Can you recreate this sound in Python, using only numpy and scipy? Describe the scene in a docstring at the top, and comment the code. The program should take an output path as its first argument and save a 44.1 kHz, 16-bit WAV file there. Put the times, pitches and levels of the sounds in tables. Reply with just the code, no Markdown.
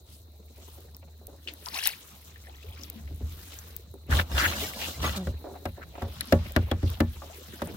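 """Ripples patter and lap on the hollow hull of a plastic kayak on a calm, shallow lake; water drips and
splashes on the left. The hull booms and rasps as it drags over weeds and the bottom, then the paddle
and sunken wood knock against it. Insects sing on the shore.
Stick-slip friction drives the shell's resonances, blows ring the hull's modes, and drops and splashes
trap ringing bubbles. The insects are two bands of noise."""
import sys
import numpy as np
from scipy import signal
from scipy.io import wavfile
from scipy.ndimage import uniform_filter1d

SR = 44100
rng = np.random.default_rng(int(sys.argv[2]) if len(sys.argv) > 2 else 0)


def wav_out(sig):
    """Save sig, one row per channel (or a flat mono array), as 16-bit PCM at SR to the path in sys.argv[1]."""
    wavfile.write(sys.argv[1], SR, np.round(np.clip(np.atleast_2d(sig).T, -1, 1) * 32767).astype(np.int16))


N = 342216
TIME = np.arange(N) / SR

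# Hull modes, lowest first. Each row: frequency in Hz, relative level in dB, T60 in seconds.
HULL_MODES = [(39.7, -19.5, 1), (64, -6, 0.58), (74.9, -12.5, 0.87), (86.6, 8.5, 0.28), (112.5, -3, 0.32),
              (168.5, -2, 0.22), (231.5, 5, 0.17), (276.5, 3.5, 0.076), (312.8, 2, 0.1), (381, 2.5, 0.1),
              (481, -5.5, 0.092), (545.4, -0.5, 0.11), (602, -7, 0.14), (691, -7, 0.069),
              (837, -13.5, 0.15), (1130, -20.5, 0.16), (1410, -18.5, 0.07)]
# Stereo image of the noises. Each row: frequency in Hz, left-right correlation.
CORRELATION = [(60, 0.86), (300, 0.86), (600, 0.72), (1000, 0.096), (2000, 0), (15000, 0)]


def dragging():
    """Weeds and grit slip along the shell: it booms, lower under load, rumbles, rasps and hisses."""
    # Spectra. Each row: frequency in Hz, relative density in dB.
    wall_spectrum = [(120, -11), (230, 3.5), (400, -8.5), (580, -1), (850, -7), (1300, -10)]
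    rasp_spectrum = [(700, 2), (1200, -1.5), (1800, 1.5), (2800, -1.5), (4200, 2), (6000, -50),
                     (9000, -12.5)]
    hiss_spectrum = [(3500, 4.5), (5500, -0.5), (7000, 1.5), (8500, -7), (11000, -6.5), (15000, 3.5)]
    boom, wall, rasp, hiss = contact()
    push = rng.standard_normal(N)
    boom_hz = 79.1 * (1 + 0.071 * drift(30) - 0.1306 * boom / boom.max())
    low = np.sin(2 * np.pi * np.cumsum(boom_hz) / SR)
    low += from_db(-9) * evened(resonate_twice(push, 57, 73, 73), 0.056)
    rumble = from_db(1) * wall * shell(friction(wall_spectrum, grain_db=2, grain_hz=149.4, patchy_db=3))
    grit = friction(rasp_spectrum, grain_db=5.5, grain_hz=330, patchy_db=3.5)
    surface = rasp * (from_db(-6) * shell(grit) + squeaks())
    fine_grit = friction(hiss_spectrum, grain_db=-1, grain_hz=397, patchy_db=1.5)
    surface += from_db(1) * hiss * shell(fine_grit)
    return from_db(0.5) * boom * low + rumble + surface * pan(0.83)


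def contact():
    """Gains of boom, wall, rasp and hiss: scrape pressure drives all four, bumps only the boom."""
    # Clumps of weeds. Each row: time of full pressure, hold, attack and release in seconds,
    # hiss level in dB, rasp over hiss in dB.
    scrapes = [(4.111, 0.1, 0.018, 0.035, -38, 11), (4.389, 0.058, 0.1, 0.25, -33.5, 6.5),
               (4.606, 0.033, 0.2, 0.18, -35, 0.5), (4.818, 0.065, 0.25, 0.19, -38.5, 0),
               (5.033, 0.038, 0.047, 0.16, -38, 8), (5.168, 0.0092, 0.038, 0.016, -37.5, 2),
               (5.259, 0.049, 0.21, 0.037, -53.5, -27)]
    # The hull rides up on the bottom. Each row: peak time and hold in seconds, level in dB.
    bumps = [(2.674, 0.015, -41), (3.03, 0.022, -37), (3.119, 0.023, -34.5), (3.232, 0.016, -28.5),
             (3.326, 0.016, -37), (4.13, 0.039, -19), (4.338, 0.027, -24.5), (4.472, 0.012, -29),
             (4.991, 0.11, -28), (5.268, 0.03, -30)]
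    rasp, hiss = 0, 0
    for s, hold_s, attack_s, release_s, db, rasp_db in scrapes:
        pressure = from_db(db) * swell(s, hold_s, attack_s, release_s)
        rasp = np.maximum(rasp, from_db(rasp_db) * pressure)
        hiss = np.maximum(hiss, pressure)
    boom = from_db(-4) * hiss
    for s, hold_s, db in bumps:
        boom = np.maximum(boom, from_db(db) * swell(s, hold_s, attack_s=0.053, release_s=0.11))
    wall = from_db(-36.5) * (rasp / rasp.max()) ** 0.68
    return boom, wall, rasp, hiss


def knocks(lag_s, mode_spread_db, rebound_s, focus_db):
    """Each blow cracks the shell and rings the hull modes; bending waves bring the low ones later."""
    # Each row: start in seconds, relative levels of wall, boom and crack in dB, favoured pitch in Hz,
    # then the struck spot's own ring: pitch and width in Hz, level in dB.
    blows = [(3.206, -40, -55, -82, 220, 583, 148, -43.5), (4.09, -42, -26, -69, 393, 232, 99, -30),
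             (5.04, -27.5, -50, -43, 586, 1100, 400, -23.5), (5.27, -29, -32, -45.5, 520, 1340, 400, -34.5),
             (5.654, -28.5, -33.5, -35, 607, 712, 116, -29), (6.02, -31, -30, -42.5, 210, 1430, 600, -31),
             (6.323, -12, -19, -24, 533, 1680, 445, -21), (6.562, -18, -20, -26, 327, 1800, 685, -13),
             (6.713, -21, -25.5, -29.5, 297, 3380, 200, -25),
             (6.829, -25.5, -20.5, -48, 303, 403, 220, -29), (7.003, -14.5, -23, -28, 286, 328, 199, -14),
             (7.618, -23.5, -38, -36.5, 620, 780, 349, -24.5)]
    # Crowded upper shell modes. Each row: frequency in Hz, relative density in dB, T60 in seconds.
    crack_modes = [(630, 12, 0.083), (960, 2.5, 0.088), (1750, 3, 0.033), (2600, -6, 0.051),
                   (3440, -3.5, 0.025), (6700, -12.5, 0.011), (14000, -12.5, 0.011)]
    out, t = np.zeros((2, N)), TIME[:SR // 2]
    crack_age_s = np.maximum(t[:SR // 8] - rebound_s, 0)
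    for s, wall_db, boom_db, crack_db, favoured_hz, ring_hz, width_hz, ring_db in blows:
        boom, wall, crack = 0, 0, 0
        for hz, db, t60_s in HULL_MODES:
            age_s = np.maximum(t - lag_s * np.sqrt(HULL_MODES[0][0] / hz), 0)
            onset = 1 - np.exp(-2 * hz * age_s)
            decay = from_db(db + mode_spread_db * rng.standard_normal() - 60 * age_s / t60_s)
            mode = onset * decay * np.sin(2 * np.pi * hz * age_s)
            if hz < 140:
                boom += mode
            else:   # the struck spot favours modes near one pitch
                favour = from_db(focus_db * np.exp(-(np.log2(hz / favoured_hz) / 0.38) ** 2))
                wall += rng.choice([-1, 1]) * favour * mode * pan(rng.normal(0.99, 2.6))
        white = rng.standard_normal((2, 2, SR // 8))
        for hz, band in bands(white, crack_modes[0][0], crack_modes[-1][0]):
            db, t60_s = at_hz(crack_modes, hz)
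            crack += band * from_db(db - 60 * crack_age_s / t60_s)
        add(out, s, from_db(boom_db + 4) * peak_one(boom) + from_db(wall_db + 4) * peak_one(wall))
        add(out, s, from_db(crack_db - 7) * rms_one(shell(crack)) * pan(3.7))
        touch = stereo_noise(len(t), ring_hz) * np.exp(-t / 0.0044)
        ring = resonate_twice(touch, ring_hz, width_hz, 2 * width_hz)
        add(out, s, from_db(ring_db) * peak_one(ring))
    return out


def shell(x):
    """Ring the shell's narrow upper resonances; rms unchanged."""
    # Each row: frequency and width in Hz, gain in dB.
    resonances = [(1157, 42, -1), (1313, 38, -4), (1440, 28, 2), (1600, 62, -0.5), (1757, 14, 2),
                  (1970, 23, -3), (2310, 12, -1), (2817, 47, 1.5), (4090, 34, 1)]
    ringing = sum(from_db(db) * resonate(x, hz, width_hz) for hz, width_hz, db in resonances)
    return rms_one(x + ringing) * np.sqrt(np.mean(x ** 2))


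def snags():
    """The hull catches and chatters: coarse slips gather round one resonance."""
    # Each row: centre time and half-length in seconds, pitch in Hz, level in dB.
    catches = [(4.128, 0.018, 1560, -25.5), (4.197, 0.012, 1620, -22), (4.409, 0.074, 1490, -26.5),
               (4.455, 0.026, 1700, -21.5), (4.527, 0.018, 1200, -40), (4.632, 0.024, 355, -36),
               (4.835, 0.055, 2620, -35.5), (5.062, 0.042, 1150, -31.5), (5.827, 0.025, 1490, -43.5),
               (6.213, .012, 1800, -37)]
    out = np.zeros((2, N))
    for s, half_s, hz, db in catches:
        n = int(2 * half_s * SR)
        slips = stereo_noise(n, hz) * from_db(4.5 * drift(450)[:n])
        chatter = evened(shell(resonate_twice(slips, hz, 0.28 * hz, hz)), 0.0098)
        grip = from_db(-40 * np.abs(np.linspace(-1, 1, n)) ** 3)
        add(out, s - half_s, from_db(db) * chatter * grip)
    return out * pan(2.5)


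def squeaks(start_s=4.28):
    """For a second, wet stems squeak under the hull, each at its own wavering pitch."""
    out = np.zeros((2, N))
    for delay_s, pitch, length, faintness, place in rng.random((190, 5)):
        hz = 1500 * 4.6 ** pitch
        t = TIME[:int((.012 + .035 * length) * SR)]
        waver = np.cumsum(rng.normal(0, .035, len(t)))
        phase = 2 * np.pi * hz * t + waver + np.pi * place * np.array([[0], [1]])
        envelope = from_db(-14 * faintness - 4 * pitch) * np.hanning(len(t))
        add(out, start_s + delay_s, envelope * np.sin(phase))
    return from_db(-8) * out / out[out != 0].std()


def groan():
    """Regular stick-slip gives a short, low, wavering note with weak overtones."""
    # Each row: time in seconds, pitch in Hz, level in dB.
    contour = [(5.16, 205, -62), (5.174, 202.6, -32.5), (5.225, 181.6, -34), (5.25, 172, -41)]
    s, hz, db = np.transpose(contour)
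    phase = 2 * np.pi * np.cumsum(np.interp(TIME, s, hz) * (1 + 0.028 * drift(120))) / SR
    note = sum(gain * np.sin(k * phase) for k, gain in enumerate(from_db([10.5, -2, -4.5, -9.5]), 1))
    return gain_curve(np.transpose([s, db])) * rms_one(note)


def splashes():
    """Water falls beside the boat: plops, gushes of bubbles and spray, then a trickle; a few low plops are air
    gulping under the hull."""
    # Each row: peak time in seconds, relative levels of bubbling and spray in dB.
    gushes = [(1.672, -48, -39.5), (1.775, -28.5, -32), (1.862, -22.5, -25.5)]
    out = plops()
    swarm, spray = 0, 0
    for s, swarm_db, spray_db in gushes:
        gush = swell(s, hold_s=0, attack_s=0.077, release_s=0.069)
        swarm = np.maximum(swarm, from_db(swarm_db) * gush)
        spray = np.maximum(spray, from_db(spray_db) * gush)
    crackle = bubbling(1.55, 2.06, count=750, low_hz=1500, high_hz=5800, cycles=26, spread_db=20)
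    mist = bubbling(1.55, 2.06, count=1800, low_hz=8000, high_hz=16000, cycles=12, spread_db=22)
    gurgle = bubbling(1.55, 2.06, count=110, low_hz=650, high_hz=1600, cycles=14, spread_db=12)
    trickle = bubbling(2.35, 3.22, count=170, low_hz=1700, high_hz=6000, cycles=45, spread_db=15)
    out += swarm * (from_db(-4.5) * evened(resonate(crackle, 2900, 8000), 0.018) + from_db(-18) * gurgle)
    out += from_db(-54.5) * swell(2.84, hold_s=0, attack_s=0.89, release_s=0.05) * trickle
    return out * pan(4.7) + from_db(-6.5) * spray * evened(mist, 0.067) * pan(5.5)


def plops(splat_decay_s=0.017):
    """Larger bubbles ring, each with a splat of water; a few low ones are air gulping under the hull."""
    # Each row: start in seconds, pitch in Hz, level in dB, fractional pitch rise over the ring.
    large_bubbles = [(1.474, 2560, -26.5, 2.1), (1.484, 2490, -27, 2.1), (1.666, 938, -32, 0.51),
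                     (1.731, 923, -37.5, -0.5), (1.743, 3620, -24, 2.5), (1.752, 944, -32, 1.6),
                     (1.788, 2570, -22.5, 0.5), (1.829, 2820, -28, 0.27), (1.932, 2160, -33.5, 0.83),
                     (2.358, 1790, -44, 0.18), (2.469, 1690, -42, 0.79), (2.493, 723, -46.5, 1.6),
                     (2.628, 2500, -43, 0.5), (2.643, 396, -46, 1.5), (2.814, 4960, -40, 0.35),
                     (2.841, 3400, -37, 0.3), (2.955, 221, -40.5, 0), (3.075, 1840, -44.5, 1.3),
                     (7.219, 1185, -39.5, 0), (7.297, 597, -41, 1.5)]
    out, t = np.zeros((2, N)), TIME[:SR // 20]
    for s, hz, db, rise in large_bubbles:
        splat = resonate_twice(stereo_noise(len(t), hz), hz, hz, hz) * np.exp(-t / splat_decay_s)
        add(out, s, from_db(db - 4) * peak_one(splat))
        add(out, s, from_db(db) * bubble(hz, cycles=77, rise=rise))
    return out


def drops(tick_db, ring_db):
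    """A drop lands with a sharp tick and traps a tiny ringing bubble."""
    # Each row: start in seconds, relative level in dB, pitch in Hz, left over right in dB.
    landings = [(0.9472, -36.5, 5300, 8), (0.967, -34.5, 14200, 0), (1.2696, -30, 14000, -3),
                (1.5375, -31, 13400, 8), (1.6597, -25.5, 5150, 6), (1.686, -26, 4730, 9),
                (1.8727, -16.5, 14300, 28), (2.835, -30.5, 5350, 17), (2.9, -27, 14200, 13),
                (3.588, -30, 6770, 6), (3.765, -29.5, 15200, 24.5), (6.2087, -21, 4110, 5),
                (6.209, -21.5, 10800, 12.5), (6.256, -34, 12500, 6), (6.273, -36, 10900, 6),
                (6.521, -27, 14400, 3), (6.9014, -28.5, 14200, 5), (7.673, -33.5, 8900, 8)]
    out, t = np.zeros((2, N)), TIME[:SR // 30]
    impact = np.exp(-t / .0008) + .03 * np.exp(-t / .006)
    for s, db, hz, left_db in landings:
        burst = rng.standard_normal((2, len(t))) * impact
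        tick = resonate_twice(burst, hz, 2200, 4400) + .22 * high_pass(burst, 5000, order=2)
        add(out, s, from_db(db + tick_db) * peak_one(tick) * pan(left_db))
        add(out, s, from_db(db + ring_db) * bubble(hz, cycles=86, rise=0.16) * pan(left_db))
    return out


def laps(hollow_db, attack_s=0.00089):
    """Wavelets slosh against the side: soft, lumpy pushes coloured by the hollow hull."""
    # Each row: start in seconds, seconds to fade 20 dB, peak in dB, pitch in Hz.
    wavelets = [(0.577, 0.1, -45.5, 380), (0.78, 0.035, -40.5, 406), (1.025, 0.028, -46, 605),
                (1.074, 0.026, -49, 564), (1.211, 0.029, -46.5, 480), (1.279, .05, -41, 410),
                (1.329, 0.088, -46, 470), (1.461, 0.22, -42, 395), (2.792, 0.18, -43, 250),
                (3.107, 0.02, -40, 333), (3.939, 0.025, -36, 293), (5.441, 0.16, -30, 480),
                (5.495, 0.031, -38, 480), (5.553, 0.017, -32, 600), (5.775, 0.068, -34, 517),
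                (5.952, 0.018, -31, 840), (5.978, 0.016, -31, 600), (6.013, 0.085, -27, 605),
                (7.219, 0.06, -36, 570), (7.673, 0.045, -34, 420), (7.707, 0.059, -39, 477)]
    out, t = np.zeros((2, N)), TIME[:SR // 3]
    for s, fade_s, db, hz in wavelets:
        push = stereo_noise(len(t), hz) * from_db(3 * drift(110)[:len(t)])
        envelope = (1 - np.exp(-t / attack_s)) * from_db(-20 * t / fade_s)
        slosh = evened(resonate_twice(push, hz, hz, 2 * hz), 0.0297) * envelope
        hollow = sum(from_db(mode_db) * resonate(slosh, mode_hz, np.log(1000) / np.pi / t60_s)
                     for mode_hz, mode_db, t60_s in HULL_MODES)
        add(out, s, from_db(db) * peak_one(slosh + from_db(hollow_db) * hollow))
    return out


def gliding():
    """Moving water keeps a low hull mode humming; ripples patter on the shell."""
    # Level curves. Each row: time in seconds, relative level in dB.
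    hum_levels = [(0, -47.5), (1, -44.5), (1.7, -49), (1.98, -56.5), (2.42, -44), (3.35, -43.5),
                  (3.55, -44), (6.2, -46), (7.76, -46)]
    ripple_levels = [(0, -66), (.6, -60.5), (.95, -59.5), (1.17, -64), (1.7, -57.5), (2.25, -63.5),
                     (2.7, -59), (5.9, -54.5), (6.5, -47.5), (7.3, -56.5), (7.76, -44)]
    # Each row: frequency in Hz, relative density in dB.
    patter_spectrum = [(110, -4), (170, 3.5), (240, -4.5), (460, -4), (600, -10.5), (800, -16),
                       (1200, -19.5), (2500, -18.5)]
    mode = resonate(rng.standard_normal(N), 75.9, 4.3)
    hum = gain_curve(hum_levels) * evened(resonate(mode, 70, 33), 0.057)
    patter = gain_curve(ripple_levels) * friction(patter_spectrum, grain_db=3, grain_hz=89.4, patchy_db=6.5)
    return from_db(-4) * hum + from_db(1.5) * patter


def grass(bow_db):
    """Tufts rustle and hiss along the side; between them the bow hisses as it parts the water."""
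    # Each row: centre time and half-height width in seconds, hiss and rustle levels in dB.
    tufts = [(0.136, 0.11, -55, -61.5), (0.7, 0.29, -55.5, -59.5), (1.954, 0.84, -53.5, -56),
             (2.816, 0.49, -57.5, -56.5), (3.494, 0.46, -50.5, -53), (5.58, 0.49, -59.5, -65.5),
             (6.243, 0.49, -55, -51.5), (6.463, 0.6, -58, -52), (6.904, 0.14, -52.5, -47),
             (7.505, 1, -52.5, -54)]
    # Spectra. Each row: frequency in Hz, relative density in dB.
    rustle_spectrum = [(700, -4), (1200, 1.5), (2000, -5), (3400, 2.5), (4500, -4.5)]
    hiss_spectrum = [(3500, -9.5), (5000, 0), (7000, 2.5), (8500, -6), (11000, 0), (15000, 5.5)]
    rustle, hiss = 0, from_db(bow_db)
    for s, width_s, hiss_db, rustle_db in tufts:
        touch = bell(s, width_s)
        rustle = np.hypot(rustle, from_db(rustle_db) * touch)
        hiss = np.hypot(hiss, from_db(hiss_db) * touch)
    out = rustle * friction(rustle_spectrum, grain_db=2, grain_hz=305, patchy_db=3)
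    out += hiss * friction(hiss_spectrum, grain_db=2, grain_hz=393, patchy_db=3)
    return out * pan(1.5)


def paddle_drips():
    """Tiny drips land at random, each a short high tick."""
    ticks = bubbling(0, N / SR, count=110, low_hz=9500, high_hz=15500, cycles=12, spread_db=16)
    return from_db(-71.5) * ticks * pan(1.6)


def shore():
    """A distant insect chorus in two narrow bands, louder for a while, over faint air."""
    # Each row: frequency and width in Hz, level in dB, rise at the loudest in dB.
    insects = [(3960, 690, -67.5, 7), (15000, 2200, -70.5, 4)]
    # Each row: frequency in Hz, relative density in dB.
    air_spectrum = [(30, 9), (60, 26), (150, 10), (500, 12), (1000, -4), (2500, -21), (6000, -6),
                    (15000, -25)]
    chorus = 0
    for hz, width_hz, db, rise_db in insects:
        song = rms_one(resonate_twice(rng.standard_normal((2, N)), hz, width_hz, width_hz))
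        chorus += from_db(db + rise_db * bell(5.1, width_s=1.6)) * song
    return chorus + from_db(-63) * friction(air_spectrum, grain_db=-3, grain_hz=29, patchy_db=2)


def friction(spectrum, grain_db, grain_hz, patchy_db):
    """Noise of uneven little slips, its colour wandering band by band; rms about 1."""
    white = rng.standard_normal((2, 2, N)) * from_db(grain_db * drift(grain_hz))
    coloured = sum(band * from_db(at_hz(spectrum, hz) + patchy_db * drift(35))
                   for hz, band in bands(white, spectrum[0][0], spectrum[-1][0]))
    return evened(coloured, 0.19)


def bubble(hz, cycles, rise):
    """A bubble glides in pitch and decays 60 dB in `cycles` periods; the right side lags in phase."""
    age = np.arange(int(cycles / hz * SR) + 8) * hz / SR / cycles
    phase = 2 * np.pi * cycles * (age + rise * age ** 2 / 2)
    lag_rad = np.array([[0], [rng.uniform(0.54, 2.8)]])
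    return np.sin(phase - lag_rad) * from_db(-60 * age) * (1 - np.exp(-age * cycles))


def bubbling(start_s, end_s, count, low_hz, high_hz, cycles, spread_db):
    """A swarm of bubbles of random pitch and level; rms 1 over its span."""
    out, span_s = np.zeros((2, N)), end_s - start_s
    for when, pitch, faintness in rng.random((count, 3)):
        ring = bubble(low_hz * (high_hz / low_hz) ** pitch, cycles, rise=0.52)
        add(out, start_s + when * span_s, from_db(-spread_db * faintness) * ring)
    return out / np.sqrt(np.mean(out ** 2) * N / SR / span_s)


def bands(white, low_hz, high_hz):
    """Yield centre Hz and stereo half-octave band, alternating between two mid-side noise pairs."""
    edges_hz = 22 * 2 ** np.arange(0, 10, .5)
    for k, (low, high) in enumerate(zip(edges_hz, edges_hz[1:])):
        if high > low_hz and low < high_hz:
            hz = np.sqrt(low * high)
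            sos = signal.butter(2, [low, high], "band", fs=SR, output="sos")
            yield hz, left_right(*signal.sosfilt(sos, white[k % 2]), hz)


def stereo_noise(n, hz):
    """White noise with the stereo correlation at hz."""
    return left_right(*rng.standard_normal((2, n)), hz)


def left_right(mid, side, hz):
    """Mid-side to stereo; the channels agree only for low hz."""
    alike = at_hz(CORRELATION, hz)
    return np.sqrt(1 + alike) * mid + np.sqrt(1 - alike) * side * [[1], [-1]]


def resonate(x, hz, width_hz):
    """Two-pole resonance, peak gain 1."""
    r = np.exp(-np.pi * width_hz / SR)
    feedback = [1, -2 * r * np.cos(2 * np.pi * hz / SR), r * r]
    return signal.lfilter(np.array([1, 0, -1]) * (1 - r * r) / 2, feedback, x + 1e-18)


def resonate_twice(x, hz, width1_hz, width2_hz):
    """Two resonances in series at one pitch."""
    return resonate(resonate(x, hz, width1_hz), hz, width2_hz)


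def high_pass(x, hz, order):
    """Cut below hz."""
    return signal.sosfilt(signal.butter(order, hz, "high", fs=SR, output="sos"), x)


def evened(x, span_s):
    """Hold the rms near 1 over span_s; faster grain stays."""
    power = uniform_filter1d(np.mean(np.atleast_2d(x) ** 2, axis=0), max(2, int(span_s * SR)))
    return x / np.sqrt(np.abs(power) + 1e-3 * np.mean(x ** 2))


def swell(s, hold_s, attack_s, release_s):
    """Gain rising 20 dB per attack_s until s, holding at 1, falling 20 dB per release_s."""
    away = np.maximum(s - TIME, 0) / attack_s + np.maximum(TIME - s - hold_s, 0) / release_s
    return from_db(-20 * np.minimum(away, 10))


def bell(s, width_s):
    """Bell-shaped gain centred on s, width_s wide at half height."""
    return .5 ** np.minimum((2 * (TIME - s) / width_s) ** 2, 20)


def gain_curve(points):
    """Gain through (seconds, dB) points, silent from 20 ms outside their span."""
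    s, db = np.transpose(points)
    gate = np.interp(TIME, [s[0] - .02, s[0], s[-1], s[-1] + .02], [0, 1, 1, 0])
    return gate * from_db(np.interp(TIME, s, db))


def drift(rate_hz):
    """Random wander, rms 1."""
    knots = rng.standard_normal(4000)
    return rms_one(np.interp(TIME * rate_hz, np.arange(len(knots)), knots))


def at_hz(points, hz):
    """Interpolate a table's columns on a log frequency axis."""
    table_hz, *columns = np.transpose(points)
    return np.squeeze([np.interp(np.log(hz), np.log(table_hz), column) for column in columns])


def add(out, s, sound):
    """Mix a sound in at s seconds."""
    i = max(0, int(s * SR))
    out[:, i:i + sound.shape[-1]] += sound[..., :max(0, N - i)]


def pan(left_db):
    """Channel gains, left over right by left_db."""
    return from_db(np.array([[.5], [-.5]]) * left_db)


def from_db(db):
    """Decibels to gain."""
    return 10 ** (np.asarray(db) / 20)


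def rms_one(x):
    """Scale to rms 1."""
    return x / np.sqrt(np.mean(x ** 2) + 1e-20)


def peak_one(x):
    """Scale to peak 1."""
    return x / np.abs(x).max()


def scene():
    """The hull, the water beside it and the shore."""
    hull = gliding() + grass(bow_db=-67) + dragging() + snags() + groan() + laps(hollow_db=18.5)
    hull += knocks(lag_s=0.0047, mode_spread_db=0.5, rebound_s=0.0041, focus_db=7)
    return hull + drops(tick_db=3, ring_db=-6) + paddle_drips() + splashes() + shore()


def record(dry):
    """The microphones lose the deepest bass, the right one slightly more, and the top is cut."""
    left, right = high_pass(dry, 36, order=4)
    thin = np.array([left, high_pass(right, 11, order=1)])
    return signal.sosfilt(signal.ellip(10, .2, 80, 15900, fs=SR, output="sos"), thin)


dry = scene()
out = record(dry)
wav_out(out)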